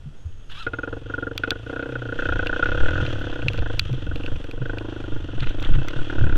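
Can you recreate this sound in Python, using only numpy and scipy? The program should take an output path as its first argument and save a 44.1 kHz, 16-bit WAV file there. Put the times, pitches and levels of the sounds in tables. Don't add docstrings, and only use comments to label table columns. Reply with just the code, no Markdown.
import sys
import numpy as np
from scipy import signal
from scipy.fft import rfft, irfft, next_fast_len
from scipy.io import wavfile
from scipy.ndimage import uniform_filter1d, map_coordinates

SR = 44100
rng = np.random.default_rng(int(sys.argv[2]) if len(sys.argv) > 2 else 0)


def to_wav(sig):
    pcm = np.clip(np.atleast_2d(sig), -1, 1) * 32767
    pcm = np.round(pcm).astype(np.int16)
    wavfile.write(sys.argv[1], SR, pcm.T)


N = 280917

# [t/s, tooth rate f/Hz, whine level/dB, grinding level/dB]
STARTER_GEAR = [(.495, 1050, -64, -44), (.51, 1080, -62, -48), (.555, 1120, -58, -44),
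                (.572, 1150, -43, -44), (.592, 1345, -41, -44), (.612, 1385, -41, -43),
                (.635, 1250, -44, -41), (.648, 1180, -54, -44), (.66, 1150, -54, -52)]
# [t/s, firing rate f/Hz]
ENGINE_SPEED = [(0.966, 19.365), (1.09, 26.032), (1.21, 22.267), (1.47, 25.319), (1.55, 24.684),
                (1.67, 30.809), (1.97, 31.215), (2.07, 28.371), (2.21, 31.016), (2.33, 28.634),
                (2.55, 30.0), (2.85, 37.086), (2.93, 43.598), (2.99, 42.161), (3.19, 35.262), (3.29, 34.67),
                (3.51, 24.144), (3.73, 26.713), (4.09, 21.48), (4.29, 26.426), (4.49, 21.192),
                (4.65, 26.056), (4.85, 26.32), (5.23, 24.276), (5.33, 20.905), (5.97, 36.652),
                (6.29, 35.062), (6.354, 30.975)]
# [t/s, heave level/dB, buffet level/dB]
HEAD_WIND = [(0, -58, -36), (.15, -35, -41.5), (.5, -32.5, -43.5), (.7, -42, -39), (1.7, -47, -44),
             (2.12, -45, -39), (2.27, -34, -28.5), (2.5, -28, -28.5), (3, -24.5, -29.5), (4.2, -26, -30),
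             (4.6, -31.5, -39.5), (5.3, -35.5, -31), (5.6, -19.5, -30.5), (6.37, -29.5, -38.5)]
# [t/s, upper modes level/dB, body level/dB, rasp level/dB, bark warmth 0-1, puff warmth 0-1]
POP_TONE = [(.66, 1.5, 4, 5, 0, .2), (1.2, -0.5, -1, -3, 0.02, 0.15), (1.5, 0, 5.5, 9, 0.13, 0.1),
            (2.1, 0.5, -1, 1.5, 0.17, 0.1), (2.25, 0, 6.5, 1.5, 0.43, .5), (2.9, 0.5, 6.5, 6, 0.33, 1),
            (3.15, -4.5, 0.5, -3, 0.8, 0.4), (3.7, -1, 7, 2, 1, 0.1), (4.0, -7, -3, -2, 0.36, 0.3),
            (4.5, -3, -3, 3, 0.66, 0), (4.7, -1.5, 5, 5, 1, 0.4), (4.85, -10, 1.5, -10, 0.3, 1),
            (5.1, -11, -4.5, -6, .3, 1), (5.3, -7, -2.5, 3, 0.24, 0.32), (5.7, -6, 1.5, -5, 0.76, 0.55),
            (6.36, -10, 0, 8.5, 0.74, 1)]


def amp(db):
    return 10 ** (np.asarray(db) / 20)


def unit(x):
    return x / np.sqrt(np.mean(x ** 2) + 1e-20)


def curves(rows):
    s, *cols = np.transpose(rows)
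    return [np.interp(np.arange(N) / SR, s, c) for c in cols]


def bumps(rows):
    s, length, *cols = np.transpose(rows)
    bell = np.exp(-((np.arange(N) / SR - s[:, None]) / length[:, None]) ** 2)
    return [c @ bell for c in cols]


def wobble(rate):
    knots = rng.standard_normal(int(N * rate / SR) + 4)
    return map_coordinates(knots, [np.arange(N) * rate / SR])


def filtered(x, response):
    m = next_fast_len(N + SR // 2)
    return irfft(rfft(x, m) * response(np.fft.rfftfreq(m, 1 / SR)), m)[..., :N]


def noise(spectrum):
    f, db = np.transpose(spectrum)

    def response(hz):
        return amp(np.interp(np.log(hz + 1), np.log(f + 1), db, -120, -120))

    return unit(filtered(rng.standard_normal(N), response))


def steady(x):
    return x / np.sqrt(np.abs(uniform_filter1d(x ** 2, size=SR // 6)) + 1e-12)


def resonate(x, modes):
    def response(f):
        total = 0
        for k, (centre, width, db) in enumerate(modes):
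            damping = 1j * f * width
            total = total + (-1) ** k * amp(db) * damping / (centre * centre - f * f + damping)
        return total

    return filtered(x, response)


def warmed(x, modes, heat, rise, widen):
    out = 0
    steps = np.linspace(0, 1, num=4)
    for step in steps:
        share = np.clip(1 - np.abs(heat - step) / steps[1], 0, 1)
        hot_modes = [(hz * rise ** step, width * widen ** step, db) for hz, width, db in modes]
        out = out + resonate(share * x, hot_modes)
    return out


def hillside():
    # [f/Hz, level per Hz/dB]
    air = [(120, -40.5), (200, -3), (385, -6), (1070, -17.5), (1400, -14.5), (2200, -23.5), (2900, -23.5),
           (4000, -27), (4600, -29), (5500, -27.5), (8000, -32.5), (12000, -41), (13200, -73.5)]
    return amp(-57 + 2 * wobble(11)) * noise(air)


def wind():
    # [f/Hz, level per Hz/dB]
    heave_spectrum, buffet_spectrum, roar_spectrum = [(2, 8.5), (6, -5), (18, -8.5), (26, -45.5),
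                                                      (40, -61.5)], [(14, -43.5), (22, -1), (32, -11),
                                                                     (45, -21.5), (80, -16), (160, -29),
                                                                     (260, -47)], [(60, -31.5), (90, -4),
                                                                                     (140, 0), (200, -8.5),
                                                                                     (280, -17.5),
                                                                                     (400, -46)]
    # [middle t/s, length t/s, heave level/dB, buffet level/dB]
    gusts = [(2.22, 0.047, -23.5, -50), (2.837, 0.05, -12.5, -26.5), (3.625, 0.056, -26, -30),
             (4.328, 0.031, -20.5, -34), (5.152, 0.041, -19.5, -56), (5.404, 0.028, -16.5, -43),
             (5.491, 0.016, -12, -45), (5.737, 0.06, -9.5, -21.5), (5.999, 0.022, -17.5, -43),
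             (6.241, 0.061, -12, -21), (6.371, 0.11, -12.5, -21.5)]
    heave_db, buffet_db = curves(HEAD_WIND)
    heave, buffet = bumps([(s, length, amp(low), amp(high)) for s, length, low, high in gusts])
    shared = wobble(6.3)
    heave = heave + amp(heave_db + 2 * wobble(16) + 1.5 * shared)
    buffet = buffet + amp(buffet_db + 2 * wobble(12) + 1.7 * shared)
    roar_gain = amp(-49 + 2 * wobble(24)) * (buffet / amp(-27.5)) ** 0.99
    roar = roar_gain * noise(roar_spectrum)
    heaving = unit(np.tanh(steady(noise(heave_spectrum))))
    buffeting = steady(amp(4.3 * wobble(13)) * noise(buffet_spectrum))
    return heave * heaving + buffet * buffeting + roar


def insect():
    # [start t/s, end t/s, level/dB]
    bouts = [(0.166, 0.24, -71), (0.253, 0.515, -71.5), (0.74, 0.85, -68), (0.894, 0.983, -74),
             (1.07, 1.153, -73), (1.23, 1.318, -75), (1.733, 1.853, -77)]
    t = np.arange(N) / SR
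    gain = sum(amp(db) * ((t > start) & (t < end)) for start, end, db in bouts)
    band = noise([(5900, -24), (6300, -20), (6550, 0), (6850, -31), (7200, -34.5)])
    return uniform_filter1d(gain, size=600) * band


def scuffs():
    # [start t/s, length t/s, level/dB, dull part relative level/dB]
    rubs = [(3.905, 0.08, -51, -8), (5.385, 0.035, -43.5, -4), (5.417, 0.034, -39, -2),
            (5.464, 0.084, -43, -6), (5.583, 0.027, -45.5, 1), (5.619, 0.062, -39.5, 2.5),
            (5.724, 0.049, -39.5, 2), (5.873, 0.05, -46, 0)]
    # [f/Hz, level per Hz/dB]
    bright, dull = [(1500, -15), (2200, -2), (2600, 3), (3500, 5.5), (5000, -26), (7000, -23), (12500, -50),
                    (14000, -70)], [(500, -21), (800, -8), (1400, 2), (2000, -3), (2600, -33)]
    slips_per_s, slip_spread_db, slip_decay_s = 900, 4, .0012
    t = np.arange(N) / SR
    out = 0
    for spectrum, is_dull in ((bright, 0), (dull, 1)):
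        stroke = np.zeros(N)
        for start, length, db, dull_db in rubs:
            swell = np.sin(np.pi * np.clip((t - start) / length, 0, 1))
            stroke += amp(db + is_dull * dull_db) * swell
        slip_size = amp(slip_spread_db * rng.standard_normal(N) + 4 * wobble(90))
        slips = (rng.random(N) < slips_per_s / SR) * slip_size
        grit = signal.lfilter([1], [1, -np.exp(-1 / (slip_decay_s * SR))], slips)
        grit = uniform_filter1d(uniform_filter1d(grit, size=40), size=40)
        out = out + stroke * unit((unit(grit) + 0.5) * noise(spectrum))
    return out


def squeaks():
    # [middle t/s, f/Hz, length t/s, level/dB]
    chirps = [(3.2, 11800, 0.013, -65), (3.35, 11800, .012, -74), (3.932, 11900, .012, -68)]
    t = np.arange(N) / SR
    waver = 1.5 * wobble(150)
    out = 0
    for s, hz, length, db in chirps:
        out = out + amp(db) * np.exp(-((t - s) / length) ** 2) * np.sin(2 * np.pi * hz * t + waver)
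    return out


def ticks():
    # [t/s, peak level less 1 dB/dB, low level/dB, treble level/dB, top treble level/dB]
    grains = [(0.5, -36, 10, 1, -23), (1.378, -14.5, 2.5, 0, -17.5), (1.506, -10.5, 1, 3, -18.5),
              (2.47, -15.5, -1, -6, -30.5), (3.064, -23, 0, -6, -55), (3.42, -25, 2, -20, -39),
              (3.4837, -6.5, -12, -9, -34), (3.5332, -26.5, -1, -9, -26), (3.5764, -26.5, 3, -3, -27),
              (3.59, -27.5, -3, -9, -35), (3.7944, -6, -1, 5.5, -18), (3.9294, -32.5, -1, -4, -17),
              (4.1584, -24, -11, -8, -29), (4.2093, -35, 1, -15, -52), (4.2362, -28, 3, -28, -44),
              (4.2623, -21.5, -1, -8, -37), (4.3585, -34, -5, -28, -48), (4.442, -33, 1.5, -5, -20),
              (4.512, -28, 0, -5, -23), (4.7843, -25, 0.5, -9, -32), (5.405, -26, 0, 7, -22.5),
              (5.442, -26.5, 6, -20, -42), (5.461, -37, -4, -10, -21), (5.471, -22, 8, -6, -39),
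              (5.494, -33, -4, -10, -15), (5.605, -37.5, -4, -8, -9.5), (5.626, -24, 11.5, 4, -16),
              (5.66, -38, 7, -11, -30), (5.72, -38, -10, -5, -20), (5.738, -26, 7, -15, -40),
              (5.884, -19.5, 12.5, -2, -13.5), (5.908, -26.5, 11, -4, -39), (5.932, -38, 3, -12, -30)]
    # [f/Hz, level/dB, 60 dB decay t/s]
    shell = [(1463, -11, 0.013), (2070, -15.5, 0.011), (2533, -8.5, 0.012), (2718, -5, 0.013),
             (2985, -4, .008), (3390, -5.5, 0.0093), (4003, -5.5, 0.0097), (4426, -9.5, 0.0098),
             (5850, 7, 0.0064), (7160, 3.5, 0.0042), (9570, -14.5, 0.0052), (12150, 0.5, 0.0031),
             (15000, -20.5, .005)]
    hz, mode_db, t60 = np.transpose(shell)[:, :, None]
    out, t = np.zeros(N + SR), np.arange(SR // 20) / SR
    for s, db, low_db, treble_db, top_db in grains:
        band_db = np.select([hz > 5200, hz > 2800, hz > 2200], [top_db, treble_db, 0], low_db)
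        strength_db = rng.normal(0, 2.5, hz.shape)
        bend = rng.normal(0, .01, hz.shape)
        decay = amp(mode_db + band_db + strength_db - 60 * t / t60)
        ring = np.sum(decay * np.sin(2 * np.pi * hz * (1 + bend) * t), axis=0)
        crack = amp(top_db - 3 - 60 * t / 0.0057) * np.diff(rng.standard_normal(len(t) + 1))
        hit = (ring + crack) * (1 - np.exp(-t / 0.00067))
        out[round(s * SR):][:len(t)] += amp(db + 1) * hit / np.abs(hit).max()
    return out[:N]


def jolts():
    # [t/s, level/dB, ring f/Hz, length t/s]
    knocks = [(.062, -27, 142, 0.034), (0.254, -21.5, 80, 0.033), (2.306, -23.5, 63, 0.03),
              (3.023, -19, 127, 0.034), (3.076, -24.5, 115.3, 0.037), (3.136, -24, 103.6, 0.16),
              (3.451, -18.5, 132, 0.047), (3.906, -19, 125.6, 0.047), (3.93, -18, 123, 0.022),
              (4.61, -19, 128, 0.035), (5.127, -29, 120, 0.046), (5.35, -25.5, 124.7, 0.049),
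              (5.419, -14, 125.4, 0.025), (5.708, -12, 121, 0.015), (5.776, -15, 129.5, 0.031),
              (5.961, -26.5, 131.3, 0.066), (6.218, -13.5, 113, 0.047)]
    out, t = np.zeros(N + SR), np.arange(SR // 3) / SR
    for s, db, hz, length in knocks:
        shape = (1 - np.exp(-t / 0.0039)) * np.exp(-(t / length) ** 2)
        second = np.sin(2 * np.pi * 1.462 * hz * t + rng.uniform(0, 6.3))
        shake = np.sin(2 * np.pi * hz * t) + 0.18 * second
        out[round((s - .004) * SR):][:len(t)] += amp(db) * shape * shake
    return out[:N]


def starter():
    tooth_hz, whine_db, grind_db = curves(STARTER_GEAR)
    phase = 2 * np.pi * np.cumsum(tooth_hz * (1 + .018 * wobble(260))) / SR
    teeth = 0
    for k, db in enumerate([-1, -6, -8.5, -19, -26, -29.5, -34], start=1):
        teeth = teeth + amp(db + 4 * wobble(89.9)) * np.sin(k * phase)
    grind_spectrum = [(700, -8), (1250, -8), (1600, 2), (2100, -15), (2700, -1), (3400, 2.5),
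                      (4400, -14), (8000, -28), (13000, -36)]
    grind = amp(3 * wobble(110)) * noise(grind_spectrum)
    t = np.arange(N) / SR
    on = (t > STARTER_GEAR[0][0]) & (t < STARTER_GEAR[-1][0])
    return uniform_filter1d(1.0 * on, size=300) * (amp(whine_db) * teeth + amp(grind_db) * grind)


def hum():
    # [t/s, f/Hz, rms level/dB]
    drive_line = [(1.82, 133, -58), (1.87, 130.5, -41), (1.99, 122.5, -32.5), (2.12, 111, -33),
                  (2.18, 107, -58)]
    hz, level_db = curves(drive_line)
    return np.sqrt(2) * amp(level_db + .8 * wobble(11)) * np.sin(2 * np.pi * np.cumsum(hz) / SR)


def firings():
    first_firings = [.6645, .7328, .7852, .8311, .8735, .9259]
    t = np.arange(N) / SR
    cycles = np.cumsum(curves(ENGINE_SPEED)[0] * (t >= ENGINE_SPEED[0][0])) / SR
    strokes = np.interp(np.arange(int(cycles[-1]) + 1) + 1e-6, cycles, t)
    s = .0004 + np.r_[first_firings, strokes + .00012 * rng.standard_normal(len(strokes))]
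    return np.round(s[s < N / SR - .002] * SR).astype(int)


def throttle_levels():
    # [t/s, exhaust puff level/dB, sharp bark level relative to the puff/dB]
    throttle = [(.66, -34, 8.5), (.85, -32, -2), (1.14, -32.5, 5), (1.45, -29, -2), (1.72, -32, 2),
                (2.1, -33.5, 0), (2.22, -31, 6), (2.65, -31, 5), (2.95, -32.5, 4.5), (3.08, -32, -5.5),
                (3.45, -32.5, -5), (3.7, -33.5, -0.5), (3.9, -35.5, -14), (4.2, -32.5, -16),
                (4.55, -36.5, -13), (4.66, -33, -1.5), (4.85, -31, -11.5), (5.2, -32.5, -12),
                (5.45, -35, -5), (5.6, -33, -13.5), (6.0, -34, -4), (6.12, -30.5, -6.5), (6.36, -28, -5)]
    # [middle t/s, length t/s, puff loss/dB, further bark loss/dB]
    stumbles = [(1.02, 0.047, 11, 23), (1.375, 0.063, 11.5, 19.5), (1.61, 0.05, 17.5, 9),
                (1.984, 0.01, 10, 9), (2.155, 0.0081, 2, 8), (3.126, 0.01, -3.5, 15),
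                (3.49, 0.038, 3.5, 14), (3.81, 0.056, 12.5, 8), (4.39, 0.041, 2.5, 8),
                (5.24, 0.032, 2.5, 17), (6.05, 0.021, 7, 25)]
    # [t/s, bark gain/dB]
    bark_changes = [(.665, 1), (.785, 2.5), (.831, 8), (1.136, 2), (1.179, -2), (1.266, 2.5), (1.433, 21.5),
                    (1.473, 2), (1.513, 4), (1.695, 0.5), (2.188, 0), (2.252, 2.5), (2.287, 2),
                    (2.39, -1.5), (2.424, -3.5), (2.46, -2), (2.527, 2.5), (2.625, 3), (2.657, 5),
                    (2.83, 1), (2.857, 3.5), (3.658, 2.5), (4.11, 12.5), (4.277, 11.5), (4.439, 8),
                    (5.902, -6), (6.095, 4.5)]
    puff_db, bark_db = np.subtract(curves(throttle), bumps(stumbles))
    change_s = .012
    bark_db = bark_db + bumps([(s, change_s, db) for s, db in bark_changes])[0]
    return puff_db, bark_db


def clatter_level():
    speed_part = 0.45 * (curves(ENGINE_SPEED)[0] - 25)
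    rolling_part = 0.39 * (curves(HEAD_WIND)[1] + 36)
    turning = np.arange(N) / SR > STARTER_GEAR[0][0]
    resting_db = -61
    return uniform_filter1d(np.where(turning, -50 + speed_part + rolling_part, resting_db), size=600)


def per_firing(curve, scatter, at, last):
    return (curve[at] + scatter * rng.standard_normal(len(at)))[last]


def valve(x):
    return filtered(x, lambda hz: 1 / (1 + 1j * hz / 2600) ** 3)


def exhaust_puff(kick, blast, puff_db, effort, at, last):
    # [f/Hz, width f/Hz, level/dB]
    lower_modes, upper_modes, body_modes = [(280.2, 41.3, 5.5), (371, 65, -6.5)], [(459.9, 24.6, 8), (523, 52, 2.5), (576.5, 78, -5)], [(684, 128, -12.5), (834, 90, -14),
                                                                        (1035, 150, -15.5)]
    honk_db, body_db, _, _, warmth = curves(POP_TONE)
    gain = amp(per_firing(puff_db, 1, at, last))
    honk = amp(per_firing(honk_db, 1.5, at, last))
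    body = amp(per_firing(body_db, 1.5, at, last))
    heat = np.clip(per_firing(warmth, .09, at, last), 0, 1)
    mixed = valve(unit(kick) + 0.16 * unit(blast))
    ragged = valve(.7 * unit(kick) + .7 * unit(blast))
    puff = warmed(gain * mixed, lower_modes, heat, rise=1.076, widen=1.33)
    puff = puff - warmed(gain * honk * mixed, upper_modes, effort, rise=1.078, widen=1)
    puff = puff - resonate(gain * body * ragged, body_modes)
    return puff / resonate(mixed, lower_modes).std()


def exhaust_bark(kick, blast, level_db, at, last):
    # [f/Hz, width f/Hz, level/dB]
    bark_modes, rasp_modes = [(1210, 110, -12.5), (1425, 61.3, 8), (1637, 239, -4.5), (1943, 220, -15)], [(2060, 190, -19), (2560, 58, -8.5), (3400, 630, -20)]
    _, _, rasp_db, warmth, _ = curves(POP_TONE)
    gain = amp(per_firing(level_db, 2, at, last))
    rasp = amp(per_firing(rasp_db, 3, at, last))
    warm = np.clip(per_firing(warmth, .2, at, last), 0, 1)
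    echo = np.roll(kick, 92)
    sharp = valve(unit(kick) + 1.03 * unit(echo) + 1.39 * unit(blast))
    bark = warmed(gain * sharp, bark_modes, warm, rise=1.051, widen=2)
    bark = bark + resonate(gain * rasp * sharp, rasp_modes)
    return bark / resonate(sharp, bark_modes).std()


def frame_boom(at):
    # [f/Hz, width f/Hz, level/dB]
    low_modes = [(56.5, 15.7, 0), (112.2, 18.4, 8)]
    # [t/s, level/dB]
    boom_curve = [(.43, -60), (.7, -37.5), (.85, -42.5), (1.2, -36.5), (1.5, -39.5), (1.8, -42), (1.9, -48),
                  (2.15, -48), (2.25, -41.5), (2.68, -53), (2.94, -30), (3.1, -38.5), (3.65, -36.5),
                  (3.9, -30.5), (4.26, -43), (4.6, -38.5), (4.8, -39), (5.07, -36.5), (6.37, -40)]
    turns = np.zeros(N)
    turns[at] = 3.5
    turns[(at[1:] + at[:-1]) // 2] = 1
    push = filtered(turns, lambda hz: 1 / (1 + 1j * hz / 140) ** 2)
    return amp(curves(boom_curve)[0] + 1.5) * unit(resonate(push, low_modes))


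def valve_clatter(gate, clatter_db):
    # [f/Hz, level per Hz/dB]
    clatter_spectrum = [(1200, -5.5), (1900, -11), (2240, -19.5), (2600, -8), (3300, -6), (3900, -19.5),
                        (4500, -23.5), (5000, -29.5), (5900, -25), (7000, -33), (9000, -45), (12000, -62.5),
                        (13200, -68)]
    # [f/Hz, width f/Hz, level over the clatter/dB]
    fins = [(2656, 43, -15.5), (3260, 170, -11), (3560, 41, -18)]
    grain = amp(2.7 * wobble(220) + wobble(10))
    clatter = unit(gate * grain * noise(clatter_spectrum))
    for hz, width, db in fins:
        shaken = amp(5 * wobble(28)) * rng.standard_normal(N)
        ringing = resonate(resonate(shaken, [(hz, width, 0)]), [(hz, 3 * width, 0)])
        clatter = clatter + amp(db) * unit(ringing)
    return amp(clatter_db + 0.46) * clatter


def engine():
    # [f/Hz, level per Hz/dB]
    rattle_spectrum = [(88, -43.5), (150, -11), (199, -3.5), (300, -0.5), (402, -0.5), (478, -5), (614, -6),
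                       (1130, -13), (1440, -15.5), (2000, -26), (2600, -59.5), (4400, -120)]
    # (f/Hz, width f/Hz, depth 0-1)
    side_chamber = (411.5, 35, 0.71)
    at = firings()
    last = np.clip(np.searchsorted(at, np.arange(N), "right") - 1, 0, None)
    age = np.arange(N) / SR - at[last] / SR
    running = age >= 0
    age = np.abs(age)
    beat = np.gradient(at)[last] / SR
    puff_db, bark_db = throttle_levels()
    clatter_db = clatter_level()

    kick = np.zeros(N)
    kick[at + 30] = -1
    blast_shape = (1 - np.exp(-age / 0.01)) * np.exp(-age / 0.0045)
    blast = running * blast_shape * rng.standard_normal(N)
    effort = np.clip((clatter_db + 51.5) / 11, 0, 1)
    puff = exhaust_puff(kick, blast, puff_db, effort, at, last)
    bark = exhaust_bark(kick, blast, puff_db + bark_db, at, last)

    after_firing = 0.65 * np.exp(-age / 0.059) + 0.46 * np.exp(-age / 0.007)
    half_cycle = 0.13 * np.exp(-((age / beat - .5) / 0.027) ** 2)
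    gate = 1 + running * (after_firing + half_cycle)
    rattle_gain = running * amp(uniform_filter1d(puff_db, size=4000) - 15)
    rattle = rattle_gain * unit(gate * noise(rattle_spectrum))

    pipe = amp(-5.5) * puff + rattle
    hz, width, depth = side_chamber
    pipe = pipe - depth * resonate(pipe, [(hz, width, 0)])
    return pipe + amp(-4.5) * bark + frame_boom(at) + valve_clatter(gate, clatter_db)


def scene():
    surroundings = hillside() + wind() + insect()
    housing = scuffs() + squeaks() + ticks() + jolts()
    return (surroundings + housing + starter() + hum() + engine())[None]


def record(dry):
    ceiling, top_hz = .72, 16300
    rounded = dry / (1 + np.abs(dry / ceiling) ** 6) ** (1 / 6)
    return filtered(rounded, lambda hz: hz < top_hz)


dry = scene()
out = record(dry)
to_wav(out)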